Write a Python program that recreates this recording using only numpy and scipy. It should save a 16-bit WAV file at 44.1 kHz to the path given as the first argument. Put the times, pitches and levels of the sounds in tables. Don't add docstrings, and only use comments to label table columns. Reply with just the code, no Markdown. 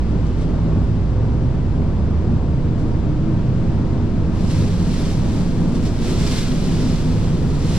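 import sys
import numpy as np
from scipy import signal
from scipy.fft import rfft, irfft, next_fast_len
from scipy.io import wavfile
from scipy.ndimage import uniform_filter1d

SR = 44100
rng = np.random.default_rng(int(sys.argv[2]) if len(sys.argv) > 2 else 0)


def put_to_file(sound):
    columns = np.atleast_2d(sound).T
    safe = np.clip(columns, -1, 1)
    whole_steps = np.round(safe * 32767)
    wavfile.write(sys.argv[1], SR, whole_steps.astype(np.int16))


N = 343098
TIME = np.arange(N) / SR
PADDED = next_fast_len(N + 4096, True)
HZ = np.fft.rfftfreq(PADDED, 1 / SR)


def amp(db):
    return 10 ** (np.asarray(db) / 20)


def unit_rms(x):
    return x / np.sqrt(np.mean(x ** 2) + 1e-20)


def curve(rows, hz, column=1):
    columns = np.transpose(rows)
    return np.interp(np.log(hz + 1), np.log(columns[0] + 1), columns[column])


def coloured(x, gain):
    return irfft(rfft(x, PADDED) * gain, PADDED)[..., :N]


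def wander(rate_hz):
    return unit_rms(coloured(rng.standard_normal(PADDED), np.exp(-(HZ / rate_hz) ** 2)))


def swell(at, spread):
    return np.exp(-0.5 * ((TIME - at) / spread) ** 2)


def gesture(at, rise, hold, decay, steepness=1.1):
    building = (np.maximum(at - TIME, 0) / rise) ** steepness
    dying = np.maximum(TIME - at - hold, 0) / decay
    return np.exp(-building - dying)


def ports(pair, image):
    common, separate = rfft(pair, PADDED)
    coherence = np.clip(curve(image, HZ), 0, 1)
    lead = curve(image, HZ, column=2)
    pan = amp(curve(image, HZ, column=3) / 2)
    right = (coherence * common + np.sqrt(1 - coherence ** 2) * separate) * np.exp(-1j * lead)
    return irfft(np.array([common * pan, right / pan]), PADDED)[:, :N]


def airflow(level_db=-19.5, splits_hz=(48, 135, 1400), gust_db=1.0, gust_hz=5):
    # frequency in Hz, relative level in dB.
    spectrum = [(8, -26.5), (22, -8), (42, -5.5), (85, -2.5), (160, -6.5), (305, -13.5), (450, -22.5),
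                (790, -30.5), (1000, -32), (2000, -43), (4800, -49.5), (7700, -59), (10500, -72.5),
                (12500, -74.5), (15500, -91)]
    # usual gain in dB, time at the spot and spread in seconds, change there in dB.
    bands = [(-2.5, 8.2, 1, 4), (0.5, 5.2, 0.51, -0.5), (.5, 3.5, 1.2, -0.5), (0.9, 2, 1.36, -2.5)]
    air = amp(level_db) * unit_rms(coloured(rng.standard_normal((2, N)), amp(curve(spectrum, HZ))))
    lowpasses = [1 / (1 + (HZ / edge) ** 8) for edge in splits_hz]
    bandpasses = np.diff(lowpasses, axis=0, prepend=0, append=1)
    gains = [amp(db + change_db * swell(at, spread)) for db, at, spread, change_db in bands]
    rumble, boom, roar, hiss = (coloured(air, band) * gain for band, gain in zip(bandpasses, gains))
    return (rumble + boom + roar) * amp(gust_db * wander(gust_hz)) + hiss


def fan(shaft_hz=16.152, blades=10, sway_rad=0.048, sway_hz=0.66):
    # usual level in dB, time at the spot and spread in seconds, change there in dB.
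    tones = [(-24.5, 5, 0.72, 0), (-27, 0.77, 1.5, -15.5), (-28.5, 1.3, 0.1, -7.5), (-44.5, 3.75, 0.29, 9)]
    angle = 2 * np.pi * (shaft_hz * TIME + rng.random())
    out = np.zeros(N)
    for order, (db, at, spread, change_db) in zip((1, 2, blades, 2 * blades), tones):
        tone = np.sqrt(2) * np.sin(order * angle + sway_rad * wander(sway_hz))
        out += amp(db + change_db * swell(at, spread)) * tone
    return out


def standing_waves():
    # pitch and width in Hz, level in dB, antinode time and spread in seconds.
    modes = [(49, 4.1, -35, 0.2, 2.3), (57.4, 5.8, -19, 0.43, 1.5), (75.8, 3.9, -20, 2.27, 0.31),
             (75.4, 2.9, -28.5, 4.6, 1.5), (85.4, 6.5, -21, 2, 0.38), (105.2, 6.4, -18.5, 0.98, 0.42),
             (97.54, 4.5, -24.5, 4.3, 1.35), (97.8, 14, -21.5, 7.27, 0.26), (128.5, 7, -23.5, 1.45, 0.48),
             (129, 3.2, -22.5, 3.15, 0.64), (160.8, 1.3, -27.5, 0.64, 0.23), (152.2, 5, -25.5, 4.49, 0.2),
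             (159.8, 14, -22, 7.38, 0.54), (173, 6, -22, 4.53, 0.18), (178.8, 6.5, -26.5, 5.24, 1.3),
             (211.8, 5, -32.5, 3.6, 2.7), (232.4, 8.1, -29, 5.4, 1.33), (251.9, 3.4, -33.5, 1.42, 0.85),
             (255.4, 7.1, -27.5, 6.57, 1.18), (301.5, 3.7, -30, 2.85, 0.32), (322.8, 8, -31.5, 3.62, 0.58),
             (371.6, 12, -35.5, 6.42, 0.75), (404, 10.4, -40, 7.1, 5.4), (491, 24.4, -39, 11.8, 6.8),
             (506, 5, -40, 1.2, .25), (576, 13, -49, 2.5, 2), (655.4, 30, -46, 6.3, 3.1),
             (934, 30, -51, 5, 4.6)]
    drive = rfft(rng.standard_normal(PADDED))
    out = np.zeros(N)
    for hz, width, db, antinode, spread in modes:
        mode = irfft(drive / (1 + 1j * (HZ - hz) / width) ** 2, PADDED)[:N]
        nearness = swell(antinode, spread)
        rms_nearby = np.sqrt(np.average(mode ** 2, weights=nearness ** 2))
        out += amp(db) * nearness * mode / rms_nearby
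    return out


def movements(settle_s=0.14, grip_s=4.3, grip_rise_s=0.07, slither_db=-49.5):
    # time at full strength, build and hold in seconds, level in dB, crispness.
    draws = [(0.094, 0.11, 0.2, -63, -.4), (3.62, 0.25, .08, -59, -.45), (4.522, 0.095, 0.07, -42, 0.0054),
             (4.97, 0.26, 0.1, -41, -0.085), (5.303, 0.05, 0.075, -47.5, 0.15),
             (6.072, 0.082, 0.037, -37.5, -0.023), (6.209, 0.054, 0.024, -38.5, 0.1),
             (6.31, 0.033, 0.05, -35.5, 0.13), (6.669, 0.21, 0.27, -41, -0.077),
             (7.097, .1, 0.17, -46.5, -0.029), (7.742, 0.15, .03, -38, 0.075)]
    # time and decay in seconds, level in dB, crispness.
    touches = [(.265, .02, -55.5, -0), (.385, 0.022, -53.5, -0), (.415, 0.024, -46, -.55),
               (.82, 0.054, -61.5, 0.2), (2.795, 0.035, -58.5, 0.6), (2.88, .04, -61.5, .3),
               (3.74, 0.044, -59, -0.1), (4.512, 0.022, -42, 0), (5.105, 0.018, -48, 0),
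               (5.262, .018, -52, 0.2), (5.752, 0.024, -44.5, 0), (5.83, .016, -50, .7),
               (5.858, 0.027, -43, 0.3), (6.272, 0.012, -33, -0.15), (6.382, 0.018, -33.5, -0.16)]
    moves = [amp(db) * gesture(at, build, hold, settle_s) for at, build, hold, db, _ in draws]
    moves += [amp(db) * gesture(at, rise=0.6 * decay, hold=0.5 * decay, decay=decay)
              for at, decay, db, _ in touches]
    slither = amp(slither_db) * np.clip((TIME - grip_s) / grip_rise_s, 0, 1)
    effort = np.linalg.norm([*moves, slither], axis=0)
    bite = sum(move * crispness for move, (*_, crispness) in zip(moves, draws + touches))
    return effort, bite / (effort + 1e-9)


def wrinkles(effort, per_s=6000, size_db=2.5, clump_db=1, clump_hz=70):
    rate = per_s * np.sqrt(effort / effort.max()) + per_s / 10
    sizes = amp(size_db * np.minimum(rng.exponential(1, (2, N)), 4))
    signs = rng.choice([-1, 1], (2, N))
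    flips = rng.random((2, N)) < rate / SR
    clicks = sizes * signs * flips / np.sqrt(rate)
    return unit_rms(clicks) * amp(clump_db * wander(clump_hz))


def scuffs_and_film(slide_db=-1.5, room_db=-6, snap_db=3.5, crisp_hz=3500):
    # frequency in Hz, relative level in dB.
    spectrum = [(300, -10), (1000, -4), (2000, -3.5), (4200, -1.5), (5500, -4.5), (7600, -9),
                (10000, -17.5), (13000, -18), (15500, -29.5)]
    # frequency in Hz, coherence, left lead in radians,
    # left minus right in dB.
    image = [(1000.0, 0.75, -0.16, 2.2), (2200.0, 0.72, -0.76, 1.4), (3500.0, 0.64, -0.94, 0.1),
             (5200.0, 0.43, -1.3, -1.4), (7000.0, 0.42, -2.73, -0.3), (9500.0, 0.27, -1.74, -4.4),
             (12500.0, 0.37, -3.09, 0.9), (15000.0, 0.25, -3.72, -2.9)]
    effort, crispness = movements()
    rustle = effort * (wrinkles(effort) + amp(slide_db) * rng.standard_normal((2, N)))
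    treble = coloured(rustle, HZ ** 2 / (HZ ** 2 + crisp_hz ** 2))
    colour = unit_rms(amp(curve(spectrum, HZ)))
    crinkle = coloured(rustle + crispness * treble, colour) + ringing_panels()
    snaps = amp(snap_db) * coloured(creases(), colour)
    echo = amp(room_db) * booth_reverb(crinkle + snaps)
    return ports(crinkle + echo, image) + snaps


def booth_reverb(x):
    # frequency in Hz, seconds to fall by 60 dB.
    ring_times = [(500, 0.56), (4000, 0.99), (14000, 0.94)]
    hz, t, noise = signal.stft(rng.standard_normal((2, SR)), SR, nperseg=256)
    fade = amp(-60 * t / curve(ring_times, hz)[:, None])
    tail = signal.istft(noise * fade, SR, nperseg=256)[1]
    return signal.fftconvolve(x, tail / np.linalg.norm(tail[0]), axes=1)[:, :N]


def creases(decay_s=0.00034, length=512):
    # start in seconds, relative peak in dB, left minus right in dB.
    snaps = [(.2686, -37, -8), (5.4092, -30, -1), (5.7495, -30, -2), (6.0445, -28, -11.5), (6.2664, -23, 3),
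             (6.2783, -31, 2), (6.3984, -31, -6)]
    out = np.zeros((2, N))
    for at, db, pan_db in snaps:
        burst = rng.standard_normal((2, length)) * np.exp(-np.arange(length) / SR / decay_s)
        gains = amp([[db + pan_db / 2], [db - pan_db / 2]])
        start = round(at * SR)
        out[:, start:start + length] += burst / abs(burst).max() * gains
    return out


def ringing_panels():
    # peak time and spread in seconds, centre and width in Hz, level in dB.
    stretches = [(5.04, .07, 5200, 500, -50), (6.25, .07, 7300, 600, -46.5),
                 (6.283, .016, 4900, 500, -38.5), (6.46, .05, 1400, 600, -43),
                 (6.82, .12, 5000, 700, -48.5)]
    out = np.zeros((2, N))
    for at, spread, hz, width, db in stretches:
        band = coloured(rng.standard_normal((2, N)), 1 / (1 + ((HZ - hz) / width) ** 2))
        out += amp(db) * swell(at, spread) * unit_rms(band)
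    return out


def scene():
    # frequency in Hz, coherence, left lead in radians,
    # left minus right in dB.
    image = [(30.0, 0.991, 0.4, -5.6), (90.0, 0.996, 0.37, -2.0), (200.0, 0.982, 0.4, 0.8),
             (400.0, 0.91, 0.3, 1.8), (700.0, 0.72, 0.06, 3.2), (1100.0, 0.7, -0.19, 3.1),
             (2200.0, 0.63, -0.73, 4.2), (4500.0, 0.32, -0.4, 1.7), (7000.0, 0.12, -3.28, 0.8),
             (12000.0, 0.23, -3.08, 0.9)]
    common, diffuse = airflow()
    common = common + fan() + standing_waves()
    return ports(np.array([common, diffuse]), image) + scuffs_and_film()


def record(dry, bass_hz=260, knee_db=-20, squeeze=0.67, smooth_s=0.016, top_hz=15700):
    # frequency in Hz, gain in dB.
    ripple = [(4500, 0), (5600, 1.5), (6600, 0), (7800, 3), (8500, 0), (10200, 3), (11000, -1.5),
              (12500, -3)]
    heard = coloured(dry, amp(curve(ripple, HZ)))
    bass = coloured(heard, 1 / (1 + (HZ / bass_hz) ** 2) ** 2)
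    window = int(smooth_s * SR) + 1
    bass_power = uniform_filter1d((bass ** 2).mean(0), window)
    bass_db = 10 * np.log10(abs(bass_power) + 1e-12)
    over_db = uniform_filter1d(np.maximum(bass_db - knee_db, 0), window)
    compressed = heard - bass * (1 - amp(-squeeze * over_db))
    lowpass = signal.firwin(511, top_hz, window=("kaiser", 9), fs=SR)
    return signal.oaconvolve(compressed, lowpass[None], "same")


dry = scene()
out = record(dry)
put_to_file(out)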